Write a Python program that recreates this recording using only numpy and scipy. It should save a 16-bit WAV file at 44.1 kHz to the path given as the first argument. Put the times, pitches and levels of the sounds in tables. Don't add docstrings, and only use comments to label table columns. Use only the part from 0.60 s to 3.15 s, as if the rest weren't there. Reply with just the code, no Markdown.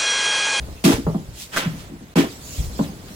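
import sys
import numpy as np
from scipy import signal
from scipy.fft import rfft, irfft, next_fast_len
from scipy.io import wavfile
from scipy.ndimage import uniform_filter1d

SR = 44100
rng = np.random.default_rng(int(sys.argv[2]) if len(sys.argv) > 2 else 0)


def pcm_store(signal):
    levels = np.round(np.clip(np.atleast_2d(signal), -1, 1) * 32767)
    wavfile.write(sys.argv[1], SR, levels.astype(np.int16).T)


N = 112454

# start_s, thud_db, pitch_hz, contact_scale, knock_db
BOOT_BLOWS = [(0.0, -37, 76, 1.9, -70), (0.084, -39, 74.4, 2.46, -45), (0.2401, -8, 206.3, 1.06, -27),
              (0.256, -5, 259, 1.43, -20.5), (0.293, -12.5, 272, 0.846, -21), (0.324, -21.5, 101, 1, -19.5),
              (0.377, -21, 250, 1.46, -69), (0.439, -32.5, 74, 1.14, -62), (0.467, -14.5, 160, 1.27, -21.5),
              (0.545, -14, 204, 1.11, -32), (0.68, -32.5, 90, 0.1, -57), (0.984, -42, 272, 0.79, -27.5),
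              (1.0565, -16.5, 167.5, 1.2, -40.5), (1.128, -28.5, 197, 1.38, -58),
              (1.298, -32.5, 235.7, 2.9, -68), (1.407, -33.5, 237, 1.9, -79),
              (1.558, -12.5, 206, 0.48, -23), (1.57, -9, 221, 0.49, -26), (1.582, -6.5, 292, 0.825, -30),
              (1.604, -20.5, 283, 0.23, -24), (1.637, -27, 250, 0.7, -27.5), (1.973, -25, 64.8, 1.23, -68),
              (1.989, -27, 134, 0.92, -46), (2.034, -28, 111.5, 0.83, -49), (2.06, -30.5, 74.6, 0.72, -52),
              (2.1917, -11.5, 206.5, 1.37, -23.5), (2.288, -29, 192, 0.87, -44.5),
              (2.502, -33, 196, 0.81, -57)]
# frequency_hz, level_db, t60_s
BOARD_MODES = [(48.3, 10.5, 0.4), (68.2, 10.5, 0.15), (97.6, 1, 0.067), (125.4, -0.5, 0.099),
               (157.3, 1, 0.088), (196.2, -1, 0.22), (232.7, -2.5, 0.23), (276.7, -1.5, 0.22),
               (321.6, -1.5, 0.36), (400, -1, 0.13), (452.5, 2, 0.16), (541.4, -2, 0.13), (667, 5.5, 0.028),
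               (807, -1, 0.05), (963, 1, 0.03), (1170, -5, 0.021)]
# start_s, rise_s, hold_s, level_db, hold_change_db, release_db_per_s, bright_share
SOLE_SCRAPES = [(0.238, 0.0049, 0.017, -17.5, -8, 500, 0.86), (0.247, 0.0026, 0.084, -24, -0.5, 292, 0.65),
                (0.702, 0.12, 0.019, -33, -5.5, 346, 1.0), (0.909, 0.031, 0.019, -29.5, -1, 400, 0.2),
                (0.96, 0.0035, 0.018, -27.5, 1, 391, 1), (0.97, 0.0048, 0.083, -25, -7.5, 212, 0.02),
                (1.127, 0.029, 0.047, -53, 9, 164, 0.8), (1.55, 0.011, 0.028, -26, 4.5, 222, 0.27),
                (2.202, 0.044, 0.014, -40.5, -6.5, 158, 0.55), (2.44, 0.048, 0.026, -44, -17, 100, 0)]
# frequency_hz, density_db
DULL_SPECTRUM = [(240, 8), (400, 1.5), (730, -1), (1420, 4.5), (3310, -1.5), (3930, -10), (5430, -22),
                 (16000, -81)]
BRIGHT_SPECTRUM = [(710, -26), (1200, -19.5), (2110, -10.5), (2830, -7.5), (3050, -5.5), (8080, -7.5),
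                   (16000, -16.5)]
# start_s, level_db
BOOT_CLACKS = [(0.9649, -20), (0.972, -17.5), (0.977, -22)]
# frequency_hz, level_db, t60_s
HARD_MODES = [(680, -7, 0.05), (1290, -5, 0.04), (1415, -2, 0.04), (1545, 0, 0.04), (1680, -1, 0.035),
              (1900, -5, 0.03)]
# start_s, level_db, pitch_hz
GRIT_CRACKS = [(0.246, -16, 2570), (1.5704, -23, 2630), (1.584, -25, 3400), (1.6087, -21, 2420)]
# time_s, level_db
RUSTLE_LEVEL = [(0, -47.5), (.2, -48.5), (.45, -46.5), (.7, -50.5), (1.1, -44), (1.3, -53), (1.54, -55.5),
                (1.72, -41), (1.8, -45), (1.87, -39), (1.99, -36.5), (2.04, -38.5), (2.1, -44.5),
                (2.19, -39.5), (2.31, -47), (2.42, -48.5), (2.55, -44)]
# frequency_hz, density_db
CLOTH_SPECTRUM = [(710, -19), (1200, -10), (1720, -9.5), (3510, -1), (6100, -3), (6950, -1.5), (9210, -6.5),
                  (16000, -8.5)]
# start_s, length_s, centre_hz, half_width_hz, level_db
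CLOTH_SQUEAKS = [(0.15, .07, 2640, 150, -51), (1.81, .26, 6850, 420, -42.5)]
# frequency_hz, t60_s
SHED_DECAY = [(100, 0.33), (1000, 0.19), (10000, 0.12)]
# frequency_hz, density_db
AIR_SPECTRUM = [(18, -12), (55, 4), (280, -6), (569, -11), (1720, -17.5), (1860, -16.5), (2060, -17),
                (4300, -26.5), (16000, -59)]
# time_s, gain_db
RUMBLE_GAIN = [(0, 13), (.22, 0.5), (.6, 4), (.9, -1), (1.2, 8.5), (1.5, -2), (1.75, 5), (2.1, 10),
               (2.55, 6)]
# frequency_hz, left_minus_right_db
PORT_DIFFERENCE = [(60, 0), (100, 4.5), (200, 0.5), (2000, -1.5), (3300, -0.5), (5500, -7.5), (9000, 2.5),
                   (15000, -1.5)]
# frequency_hz, amplitude_ratio
PORT_SHARE = [(70, 0.91), (160, 0.93), (700, 0.94), (1500, 0.16), (4000, 0.19), (15000, 0.077)]


def floorboards():
    thud_width_octaves, rise_cycles, sweep, detune = 0.4, 1.1, 2.067, 0.033
    push_s, damping_db_per_s, max_damping_db = .016, 1300, 21
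    knock_from_hz, knock_rise_s, knock_t60_s, mode_blur = 380, .002, 0.12, 4.5
    strike_db, strike_rise_s, far_path_s = -3, 0.00049, .004
    hz, mode_db, t60 = np.transpose(BOARD_MODES)[:, :, None]

    def upper_resonances(f):
        return np.sqrt(sum(amp(db) ** 2 / (1 + ((f - centre) * decay / mode_blur) ** 2) ** 2
                           for centre, db, decay in BOARD_MODES if centre > knock_from_hz))

    rattle = unit_rms(filtered(rng.standard_normal((2, N)), upper_resonances))
    t = np.arange(SR // 2) / SR
    ringing, rattle_envelope = np.zeros((2, N + SR))
    for start_s, thud_db, pitch_hz, contact_scale, knock_db in BOOT_BLOWS:
        omega = 2 * np.pi * hz * (1 + detune * rng.standard_normal(hz.shape))
        weights = np.exp(-.5 * (np.log2(hz / pitch_hz) / thud_width_octaves) ** 2)
        rise_s, contact_s = rise_cycles / pitch_hz, push_s * contact_scale
        settled_s = np.maximum(t - rise_s - contact_s, 0)
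        phase = np.pi * sweep * contact_s * (hz - pitch_hz) ** 2 / pitch_hz
        modes = amp(mode_db - 60 * settled_s / t60) * np.sin(omega * (t - rise_s - contact_s / 2) + phase)
        swell = np.sin(np.pi / 2 * np.minimum(t / rise_s, 1)) ** 2
        damping = amp(-np.minimum(damping_db_per_s * settled_s, max_damping_db))
        thud = amp(thud_db) * swell * damping * (weights * modes).sum(0) / np.linalg.norm(weights)
        struck = amp(knock_db + strike_db + mode_db - 60 * t / t60) * np.sin(omega * t)
        knock = np.minimum(t / strike_rise_s, 1) * (struck * (hz > knock_from_hz)).sum(0)
        add_at(ringing, start_s, thud + knock)
        rattle_decay = amp(knock_db - 60 * t / (knock_t60_s * contact_scale))
        add_at(rattle_envelope, start_s, np.minimum(t / knock_rise_s, 1) * rattle_decay)
    delayed = np.roll(ringing, round(far_path_s * SR))
    return np.array([ringing, delayed])[:, :N] + rattle_envelope[:N] * rattle


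def sole_scrapes(grains_per_s=6000, spread_db=1.5):
    grit = rng.standard_normal((2, N)) * amp(spread_db * np.minimum(rng.exponential(1, (2, N)), 3))
    grit *= rng.random((2, N)) < grains_per_s / SR
    dull, bright = friction_band(grit, DULL_SPECTRUM), friction_band(grit, BRIGHT_SPECTRUM)
    out = np.zeros((2, N))
    for start_s, rise_s, hold_s, level_db, hold_change_db, release_db_per_s, share in SOLE_SCRAPES:
        t = np.arange(N) / SR - start_s
        held = np.clip((t - rise_s) / hold_s, 0, 1)
        release_db = release_db_per_s * np.maximum(t - rise_s - hold_s, 0)
        envelope = np.clip(t / rise_s, 0, 1) ** 2 * amp(level_db + hold_change_db * held - release_db)
        out += envelope * (np.sqrt(1 - share) * dull + np.sqrt(share) * bright)
    return out


def boot_clacks(detune=0.033):
    hz, mode_db, t60 = np.transpose(HARD_MODES)[:, :, None]
    t, out = np.arange(SR // 4) / SR, np.zeros(N)
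    for start_s, level_db in BOOT_CLACKS:
        omega = 2 * np.pi * hz * (1 + detune * rng.standard_normal(hz.shape))
        modes = amp(level_db + mode_db - 60 * t / t60) * np.sin(omega * t)
        add_at(out, start_s, modes.sum(0))
    return out


def grit_cracks(t60_s=.02):
    t, out = np.arange(SR // 4) / SR, np.zeros(N)
    for start_s, level_db, pitch_hz in GRIT_CRACKS:
        noisy_tone = np.sin(2 * np.pi * pitch_hz * t) + 0.17 * rng.standard_normal(len(t))
        add_at(out, start_s, amp(level_db - 60 * t / t60_s) * noisy_tone)
    return out


def clothing(patch_spread_db=3.04):
    spectrogram = signal.stft(rng.standard_normal((2, N)), nperseg=512)[2]
    patches = rng.standard_normal(spectrogram.shape[1:])
    patches = unit_rms(uniform_filter1d(uniform_filter1d(patches, 6, axis=0), 5, axis=1))
    hiss = signal.istft(spectrogram * amp(patch_spread_db * patches), nperseg=512)[1][:, :N]
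    out = friction_band(hiss, CLOTH_SPECTRUM) * gain_curve(RUSTLE_LEVEL)
    for start_s, length_s, centre_hz, half_width_hz, level_db in CLOTH_SQUEAKS:
        noise = rng.standard_normal((2, N))
        squeak = unit_rms(filtered(noise, lambda f: 1 / (1 + ((f - centre_hz) / half_width_hz) ** 2)))
        arch = np.sin(np.pi * np.clip((np.arange(N) / SR - start_s) / length_s, 0, 1))
        out += amp(level_db) * squeak * arch
    return out


def shed_reverberation(source, gap_samples=150):
    reflections = rng.choice([-1., 1.], (2, SR // 2)) * (np.arange(SR // 2) > gap_samples)
    hz, t, spectrogram = signal.stft(reflections, SR, nperseg=256)
    decay = amp(-60 * t / at_frequency(SHED_DECAY, hz)[:, None])
    tails = signal.istft(spectrogram * decay, SR, nperseg=256)[1]
    return signal.fftconvolve(source[None], tails / np.linalg.norm(tails[0]), axes=1)[:, :N]


def outdoor_air(base_db=-45, crossover_hz=810):
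    noise = rng.standard_normal((2, N))
    bed = amp(base_db) * unit_rms(filtered(noise, lambda f: amp(at_frequency(AIR_SPECTRUM, f))))
    rumble = filtered(bed, lambda f: 1 / (1 + (f / crossover_hz) ** 2))
    return bed - rumble + rumble * gain_curve(RUMBLE_GAIN)


def microphone_ports(pair, lag_s=.00027):
    shared = lambda f: at_frequency(PORT_SHARE, f)
    tilt = lambda f: amp(at_frequency(PORT_DIFFERENCE, f) / 2)
    left = filtered(pair[0], lambda f: shared(f) * tilt(f) * np.exp(-2j * np.pi * f * lag_s))
    left += filtered(pair[1], lambda f: np.sqrt(1 - shared(f) ** 2) * tilt(f))
    right = filtered(pair[0], lambda f: 1 / tilt(f))
    return np.array([left, right])


def amp(db):
    return 10 ** (np.asarray(db) / 20)


def unit_rms(x):
    return x / np.sqrt(np.mean(x ** 2) + 1e-20)


def add_at(track, start_s, sound):
    track[round(start_s * SR):][:len(sound)] += sound


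def at_frequency(points, hz):
    f, value = np.transpose(points)
    return np.interp(np.log(hz + 1), np.log(f + 1), value)


def gain_curve(points):
    time_s, db = np.transpose(points)
    return amp(np.interp(np.arange(N) / SR, time_s, db))


def filtered(x, response):
    size = next_fast_len(N + 4096)
    return irfft(rfft(x, size) * response(np.fft.rfftfreq(size, 1 / SR)), size)[..., :N]


def friction_band(x, spectrum):
    low_hz = spectrum[0][0]
    return unit_rms(filtered(x, lambda f: amp(at_frequency(spectrum, f)) * np.minimum(f / low_hz, 1) ** 2))


def scene(reverb_db=-9.5):
    steps = floorboards() + boot_clacks() + grit_cracks() + sole_scrapes()
    walls = amp(reverb_db) * shed_reverberation(steps[0])
    return microphone_ports(steps + walls + clothing() + outdoor_air())


def record(dry):
    ceiling, cutoff_hz = .9, 16400
    dip_start_s, dip_end_s, dip_db = 1.541, 1.556, -30
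    t = np.arange(N) / SR
    dip = uniform_filter1d(np.where((t > dip_start_s) & (t < dip_end_s), amp(dip_db), 1), size=40)
    saturated = ceiling * np.tanh(dry / ceiling)
    low_pass = signal.firwin(1023, cutoff_hz, window=("kaiser", 9), fs=SR)
    return signal.oaconvolve(saturated * dip, low_pass[None], "same")


dry = scene()
out = record(dry)
pcm_store(out)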